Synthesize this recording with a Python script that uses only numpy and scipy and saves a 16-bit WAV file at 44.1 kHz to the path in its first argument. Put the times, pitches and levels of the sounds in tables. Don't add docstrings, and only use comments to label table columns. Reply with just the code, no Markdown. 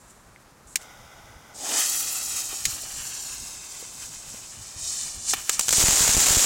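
import sys
import numpy as np
from scipy import signal
from scipy.fft import rfft, irfft, next_fast_len
from scipy.io import wavfile
from scipy.ndimage import map_coordinates

SR = 44100
rng = np.random.default_rng(int(sys.argv[2]) if len(sys.argv) > 2 else 0)


def dump(signal):
    limited = np.clip(np.atleast_2d(signal).T, -1, 1)
    pcm = np.round(limited * 32767).astype(np.int16)
    wavfile.write(sys.argv[1], SR, pcm)


def voltage_ratio(level):
    return 10 ** (np.asarray(level, float) / 20)


N = 284445

# pitch_hz, density_db (per Hz)
WIND_COLOUR = [(12, -42), (20, -2), (54, -2), (93, -4), (201, -13.5), (233, -13), (400, -32.5), (520, -50),
               (880, -120)]
# peak_s, peak_db, slowness (1 = usual)
GUSTS = [(.1, -56, 3.1), (.7, -56, 1.5), (1, -55, 1.5), (1.24, -53, .9), (1.36, -53, 1.5), (2.28, -51, 1.6),
         (2.45, -53, .9), (2.675, -38, .45), (2.75, -45, .4), (2.86, -51, .9), (2.98, -47, 1.6),
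         (3.2, -52, 1.5), (3.33, -42, .4), (3.41, -50, .9), (3.6, -54, .9), (4, -52, 2.2), (4.33, -49, .9),
         (4.6, -54, 1.2), (4.83, -49, 1.1), (5.04, -49, 1.2), (5.18, -48, 1.1), (5.36, -48, .9),
         (5.57, -51, .9)]
BREEZE_DB, GUST_RISE_S, GUST_FALL_S = -59, .05, .08
BLAST_WIND_S, BLAST_WIND_DB = 5.7, -49
# pitch_hz, density_db (per Hz)
FIELD_COLOUR = [(100, 1.5), (250, -3), (600, -5), (1200, -4), (1900, -11), (3000, -18), (7000, -16),
                (15500, -24)]
FIELD_DB = -54

# pitch_hz, density_db (per Hz)
GAS_COLOUR = [(1760, -57), (3000, -27), (4090, -10), (4790, -20), (5720, -8), (7530, 2), (15500, -20)]
RUSTLE_DB, RUSTLE_FADE_DB_PER_S, RUSTLE_END_S = -58, 30, .36
# peak_s, peak_db, rise_s (per 10 dB), fall_s (per 10 dB)
BRUSH = [
    (.11, -49, .016, .012),
]
VALVE_S, GAS_END_S, GAS_DB = .67, .745, -52
# peak_s, peak_db, rise_s (per 10 dB), fall_s (per 10 dB)
CATCH = [
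    (.82, -50, .05, .035),
]
# pitch_hz, density_db (per Hz)
FLAME_COLOUR = [(290, -37), (500, -7), (839, 0), (1070, -10), (1510, -1), (1770, -19), (2040, -2),
                (2540, -16), (3680, -9), (4130, -29), (5050, -12), (6360, -12), (8120, -22.5), (15500, -21)]
FLAME_S, FLAME_END_S, FLAME_DB, FLAME_SAG_DB_PER_S = .785, 1.54, -49, 5
# delay_ms, share
FLAME_ECHOES = [(1.39, 0.067), (1.62, 0.12), (2.08, .15)]
# pitch_hz, level_db, t60_s
SHELL_MODES = [(2150, -4, 0.028), (2360, -8, 0.014), (4020, -10, .014), (5580, -3, 0.021), (6800, -3, 0.01),
               (8800, 2.5, .010), (11900, -17, .010), (14700, -18, .010)]
# start_s, peak_db, crack_db (relative to peak)
CLICKS = [(.108, -52, 6), (.7573, -9, -5), (.7585, -10, -5), (.7598, -12, -5), (.7615, -19, 0),
          (.7695, -31, 3), (.815, -46, 9), (.822, -47, 9), (.83, -48, 9), (1.255, -52, 6), (1.7805, -22, 8),
          (5.308, -28, 8), (2.6534, -19, 13), (2.6559, -20, 11), (2.6599, -22, 11)]
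# start_s, peak_db, pitch_hz
STEPS = [(0.361, -36, 2120), (.7575, -37, 400), (.7575, -34, 890), (2.529, -34, 385), (2.54, -35, 800),
         (2.666, -31, 146), (2.683, -31, 107), (2.729, -36, 76), (2.836, -37, 590), (3.826, -33.5, 480),
         (4.34, -35, 222), (4.345, -36, 550), (4.61, -39, 101), (4.761, -34, 90), (4.81, -43, 110),
         (5.174, -40, 80)]

# time_s, jet_db
FUSE = [(1.535, -62), (1.547, -45), (1.581, -38), (1.8, -21), (1.87, -26), (2.22, -31.5), (2.85, -36),
        (3.22, -34), (3.6, -41), (4.55, -42), (4.76, -41), (4.8, -34), (4.88, -29), (5.07, -31.5),
        (5.14, -36), (5.35, -42), (5.4, -38), (5.9, -38)]
MEAN_JET_DB = -35
# pitch_hz, density_db (per Hz)
JET_COLOUR = [(1470, -33), (2500, -20), (3110, -14.5), (3650, -9), (5670, -1), (7080, 2.5), (7820, 2),
              (11000, -13.5), (14300, -43), (22000, -120)]
# pitch_hz, density_db (per Hz)
AIR_COLOUR = [(9000, -2), (11000, -2), (15500, -3), (17000, -1)]
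# pitch_hz, density_db (per Hz)
ROAR_COLOUR = [(700, -6), (1100, -5), (2000, -2), (3000, 0), (4500, -9.5)]
# pitch_hz, density_db (per Hz)
WHOOSH_COLOUR = [(120, -20), (300, 3), (450, -3.5), (800, 5.5), (1300, -13)]
# peak_s, peak_db, rise_s (per 10 dB), fall_s (per 10 dB), roar_db (relative to peak)
PUFFS = [(2.39, -30, .1, .05, -11), (2.53, -36, .05, .07, -10), (2.7, -33, .06, .07, -11),
         (3.5, -42, .1, .05, -4), (3.8, -40.5, .15, .09, -8), (4.05, -38, .1, .04, -10),
         (4.15, -41, .05, .03, -12), (4.35, -43, .1, .07, -5), (5.3, -22.5, .028, .04, -19),
         (5.333, -22.5, .055, .008, -22), (5.338, -34, .002, .006, 17), (5.37, -45, .03, .06, 8),
         (5.54, -27.5, .05, .032, -10), (5.63, -30.5, .04, .06, -12), (5.76, -15, .045, .17, -14)]
GUSH_WHOOSH_DB, GUSH_ROAR_DB, GUSH_AIR_DB = -7.5, -6, -18
IGNITION_END_S, IGNITION_FADE_S, ROAR_BUILD_S, ROAR_LINGER_S = 1.78, .03, .15, .08
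WHOOSH_DB, WHOOSH_FOLLOWS, WHOOSH_LOSS_DB_PER_S = -52, .55, 1.5
ROAR_DB, ROAR_FOLLOWS, ROAR_LOSS_DB_PER_S = -43, .58, 1.8
AIR_DB, AIR_LOSS_DB_PER_S, BURST_S, BURST_AIR_DB, BURST_ROAR_DB = -3, 4.5, 5.345, 9.5, 3.5
# time_s, delay_ms, share
SLAB_ECHO = [(1.5, 1.64, .3), (1.7, 1.65, .35), (1.95, 1.54, .55), (2.2, 1.52, .58), (2.57, 1.61, .5),
             (2.7, 1.65, .22), (2.95, 1.69, .28), (3.1, 1.84, .27), (3.6, 1.91, .42), (4.45, 1.95, .25),
             (4.55, 1.68, .3), (4.85, 1.61, .58), (5.2, 1.72, .58), (5.4, 1.69, .3)]
# time_s, delay_ms, share
NEAR_ECHO = [(1.5, .58, .25), (2.4, .76, .2), (2.9, .69, .3), (3.2, .7, .42), (3.75, .85, .25),
             (4.1, .78, .05), (5.4, .7, .14)]

# start_s, strength_db (over the overload point), low_part_db
POPS = [(5.3355, -10, 27), (5.4943, 12, 6), (5.5942, 10, 3), (5.6085, -10, 0), (5.611, -14, 0),
        (5.683, -3, 4), (5.691, 4, 0), (5.7075, -3, 0), (5.7269, 10, 0), (5.7328, 8, 0), (5.8022, 10, 0),
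        (5.8105, 8, 0), (5.8255, 10, 0), (5.8825, 8, 4), (5.9074, 8, 0), (6.0781, 10, 0), (6.2015, 10, 2),
        (6.2675, 10, 2), (6.2838, 14, 2), (6.2985, 10, 0), (6.318, 12, 0), (6.393, 10, 0)]
# time_s, rate_per_s, strength_db (typical)
CRACKLE = [
    (5.69, 90, -21),
    (5.73, 200, -20),
    (5.77, 850, -12),
    (6.24, 980, -11),
    (6.28, 750, -14.5),
    (6.32, 900, -12),
    (6.45, 950, -11),
]
# start_s, size_db, direction
KICKS = [(5.7833, -24.5, -1), (5.839, -18.5, -1), (5.8868, -20.5, 1), (5.9305, -27, -1), (6.0082, -25, -1),
         (6.0385, -25, -1), (6.0918, -25.5, 1), (6.1486, -24.5, -1), (6.1685, -24, -1), (6.1798, -24.5, 1),
         (6.286, -25, -1), (6.3069, -21.5, -1), (6.3702, -20, 1)]
OVERLOAD = .44
CLAMP_DB, CLAMP_SLOPE = -21.5, 0.66


def clock():
    return np.arange(N) / SR


def unit(x):
    return x / np.sqrt(np.mean(x ** 2) + 1e-20)


def in_time(rows, off=None):
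    s, *columns = np.transpose(rows)
    return [np.interp(clock(), s, column, off, off) for column in columns]


def after(s, fade_s):
    return .5 + .5 * np.tanh((clock() - s) / fade_s)


def swells(s, peak_db, rise_s, fall_s):
    coarse = clock()[::32]
    t = coarse[:, None] - s
    gain = voltage_ratio(peak_db + 10 * np.minimum(t / rise_s, -t / fall_s))
    return np.interp(clock(), coarse, np.sqrt(np.sum(gain ** 2, axis=1)))


def one_pole(x, seconds):
    r = np.exp(-1 / (seconds * SR))
    return signal.lfilter([1 - r], [1, -r], x + 1e-18)


def filtered(x, order, hz, kind):
    return signal.sosfilt(signal.butter(order, hz, kind, fs=SR, output="sos"), x)


def drift(rate_hz, db):
    smooth = signal.butter(2, rate_hz, fs=SR / 40, output="sos")
    slow = signal.sosfilt(smooth, rng.standard_normal(N // 40 + 2002))[2000:]
    return db * unit(slow)


def full_rate(slow):
    return np.interp(np.arange(N) / 40, np.arange(len(slow)), slow)


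def hiss(colour, patchy_db, grainy_db, rate_hz=15):
    size = next_fast_len(N)
    hz = np.arange(size // 2 + 1) * SR / size + 1
    pitch_hz, density_db = np.transpose(colour)
    grain = unit(one_pole(rng.standard_normal(N), 0.00073))
    white = rng.standard_normal(N) * voltage_ratio(grainy_db * grain)
    lines = rfft(white, size) * voltage_ratio(np.interp(np.log(hz), np.log(pitch_hz), density_db, -70))
    together = drift(rate_hz, 0.95 * patchy_db)
    out = 0
    for octave in range(5, 15, 2):
        window = np.cos(np.clip((np.log2(hz) - octave) / 2, -1, 1) * np.pi / 2) ** 2
        flicker = full_rate(voltage_ratio(together + drift(rate_hz, patchy_db)))
        out = out + irfft(lines * window, size)[:N] * flicker
    return unit(out)


def strikes(rows, db):
    x = np.zeros(N)
    x[[round(row[0] * SR) for row in rows]] = voltage_ratio(db)
    return x


def ring(x, hz, t60):
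    r, w = voltage_ratio(-60 / (t60 * SR)), 2 * np.pi * hz / SR
    return signal.lfilter([0, np.sin(w)], [1, -2 * r * np.cos(w), r * r], x + 1e-18)


def ring_down(clicks, seconds, tail_db, tail_s):
    fall = one_pole(clicks, seconds) * seconds * SR
    tail = one_pole(clicks, tail_s) * tail_s * SR
    return fall + voltage_ratio(tail_db) * tail


def capsule(x, low_db):
    peak = ring(x, hz=7230, t60=0.00135) * 0.41
    return peak + voltage_ratio(low_db) * filtered(x, 2, [500, 14000], "band")


def wind():
    s, peak_db, slow = np.transpose(GUSTS)
    level = np.hypot(voltage_ratio(BREEZE_DB), swells(s, peak_db, slow * GUST_RISE_S, slow * GUST_FALL_S))
    level = level + voltage_ratio(BLAST_WIND_DB) * after(BLAST_WIND_S, .01)
    return level * hiss(WIND_COLOUR, patchy_db=2.2, grainy_db=0, rate_hz=8.6)


def field():
    return voltage_ratio(FIELD_DB) * hiss(FIELD_COLOUR, patchy_db=.5, grainy_db=0)


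def rustle_and_gas():
    t = clock()
    rustle = voltage_ratio(RUSTLE_DB - RUSTLE_FADE_DB_PER_S * t) * (1 - after(RUSTLE_END_S, .02))
    rustle = np.hypot(rustle, swells(*np.transpose(BRUSH)))
    valve = voltage_ratio(GAS_DB) * after(VALVE_S, .003) * (t < GAS_END_S)
    catch = swells(*np.transpose(CATCH))
    return (rustle + valve + catch) * hiss(GAS_COLOUR, patchy_db=.7, grainy_db=.8)


def lighter_clicks():
    s, peak_db, crack_db = np.transpose(CLICKS)
    spread_db = rng.normal(0, 1.5, (len(s), len(SHELL_MODES)))
    body = 0
    for k, (hz, db, t60) in enumerate(SHELL_MODES):
        body = body + ring(strikes(CLICKS, peak_db + db - 5 + spread_db[:, k]), hz, 0.78 * t60)
    burst = ring_down(strikes(CLICKS, peak_db + crack_db - 3), .0015, tail_db=-22, tail_s=.009)
    snap = strikes(CLICKS, peak_db + crack_db - 16.5)
    crack = capsule(burst * rng.standard_normal(N) + snap, low_db=-3.5)
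    return filtered(body + crack, 4, 1800, "high")


def flame():
    t = clock()
    direct = hiss(FLAME_COLOUR, patchy_db=0.4, grainy_db=.6)
    echoes = sum(share * np.roll(direct, round(ms * SR / 1000)) for ms, share in FLAME_ECHOES)
    burning = (t > FLAME_S) * (t < FLAME_END_S)
    level = one_pole(voltage_ratio(FLAME_DB - FLAME_SAG_DB_PER_S * (t - FLAME_S)) * burning, 0.006)
    return unit(direct + echoes) * level


def lighter():
    return rustle_and_gas() + lighter_clicks() + flame()


def steps():
    return sum(ring(strikes([row], row[1]), row[2], 0.0093 + 6.0 / row[2]) for row in STEPS)


def slab_echo(x):
    slab_ms, slab = in_time(SLAB_ECHO)
    near_ms, near = in_time(NEAR_ECHO)
    dull = 1.25 * one_pole(x, .00003)

    def late(ms):
        return map_coordinates(dull, [np.arange(N) - (ms - .02) * SR / 1000], order=3)

    return (x + slab * late(slab_ms) + near * late(near_ms)) / np.sqrt(1 + slab ** 2 + near ** 2)


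def fuse():
    jet_db, = in_time(FUSE, off=-99)
    s, peak_db, rise_s, fall_s, puff_roar_db = np.transpose(PUFFS)
    burnt_s = clock() - FUSE[0][0]
    gush = 1 - after(IGNITION_END_S, IGNITION_FADE_S)
    lit = (burnt_s > 0) * (1 - gush)
    swing_db = jet_db - MEAN_JET_DB
    shell_open = after(BURST_S, .01)

    air_db = AIR_DB - AIR_LOSS_DB_PER_S * burnt_s + GUSH_AIR_DB * gush + BURST_AIR_DB * shell_open
    jet = hiss(JET_COLOUR, patchy_db=0.7, grainy_db=1.0)
    jet = jet + voltage_ratio(air_db) * hiss(AIR_COLOUR, patchy_db=-2.0, grainy_db=2.5)
    jet = jet * np.hypot(voltage_ratio(jet_db), swells(s, peak_db, rise_s, fall_s))

    roar_db = ROAR_DB + ROAR_FOLLOWS * swing_db - ROAR_LOSS_DB_PER_S * burnt_s
    roar_db = roar_db + BURST_ROAR_DB * shell_open
    surge_end = after(IGNITION_END_S + ROAR_LINGER_S, IGNITION_FADE_S)
    surge = np.clip(burnt_s / ROAR_BUILD_S, 0, 1) * (1 - surge_end)
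    roar_level = lit * (1 - surge) * voltage_ratio(roar_db) + surge * voltage_ratio(jet_db + GUSH_ROAR_DB)
    roar_level = np.hypot(roar_level, swells(s, peak_db + puff_roar_db, rise_s, fall_s))
    roar = roar_level * hiss(ROAR_COLOUR, patchy_db=1.7, grainy_db=1.0)

    whoosh_db = WHOOSH_DB + WHOOSH_FOLLOWS * swing_db - WHOOSH_LOSS_DB_PER_S * burnt_s
    whoosh_level = lit * voltage_ratio(whoosh_db) + gush * voltage_ratio(jet_db + GUSH_WHOOSH_DB)
    whoosh_level = np.hypot(whoosh_level, swells(s, peak_db + puff_roar_db - 12, rise_s, fall_s))
    whoosh = whoosh_level * hiss(WHOOSH_COLOUR, patchy_db=-0.3, grainy_db=1.3)
    return slab_echo(jet + roar) + whoosh


def pops():
    noise = rng.standard_normal(N)
    s, pop_db, low_db = np.transpose(POPS)
    big = ring_down(strikes(POPS, pop_db), .0026, tail_db=-26, tail_s=.012) * noise
    shock = strikes(POPS, pop_db + 8)
    body = ring_down(strikes(POPS, pop_db + low_db - 20), 0.0021, tail_db=-42, tail_s=0.015) * noise
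    body = filtered(body, 2, [250, 5000], "band")

    per_s, size_db = in_time(CRACKLE)
    clumps = full_rate(voltage_ratio(drift(30, 2.5)))
    born = (rng.random(N) < per_s * clumps / SR) * (np.arange(N) > CRACKLE[0][0] * SR)
    small = born * voltage_ratio(size_db + 3.9 * np.minimum(rng.exponential(1, N), 4))
    crackle = ring_down(small, .0008, tail_db=-17, tail_s=.01) * noise + voltage_ratio(10) * small
    return OVERLOAD * (capsule(big + shock + crackle, low_db=-23) + body)


def kicks():
    s, size_db, direction = np.transpose(KICKS)
    x = strikes(KICKS, 1.7 * size_db + 33)
    x[x > 0] *= np.sign(direction)
    leak_s = .0026
    return one_pole(x, leak_s) * leak_s * SR


def scene():
    mix = wind() + field() + lighter() + steps() + fuse() + pops() + kicks()
    return np.tile(mix, (2, 1))


def low_pass(x):
    return signal.sosfilt(signal.butter(12, 16700, fs=SR, output="sos"), x)


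def record(dry):
    x = np.clip(dry, -OVERLOAD, OVERLOAD)
    level_db = 10 * np.log10(one_pole(x ** 2, .0045) + 1e-12)
    x = x * voltage_ratio(-CLAMP_SLOPE * np.maximum(level_db - CLAMP_DB, 0))
    x = filtered(x, 1, 14, "high")
    x = signal.sosfilt(signal.ellip(8, .5, 60, 15900, fs=SR, output="sos"), x)
    return low_pass(x)


dry = scene()
out = record(dry)
dump(out)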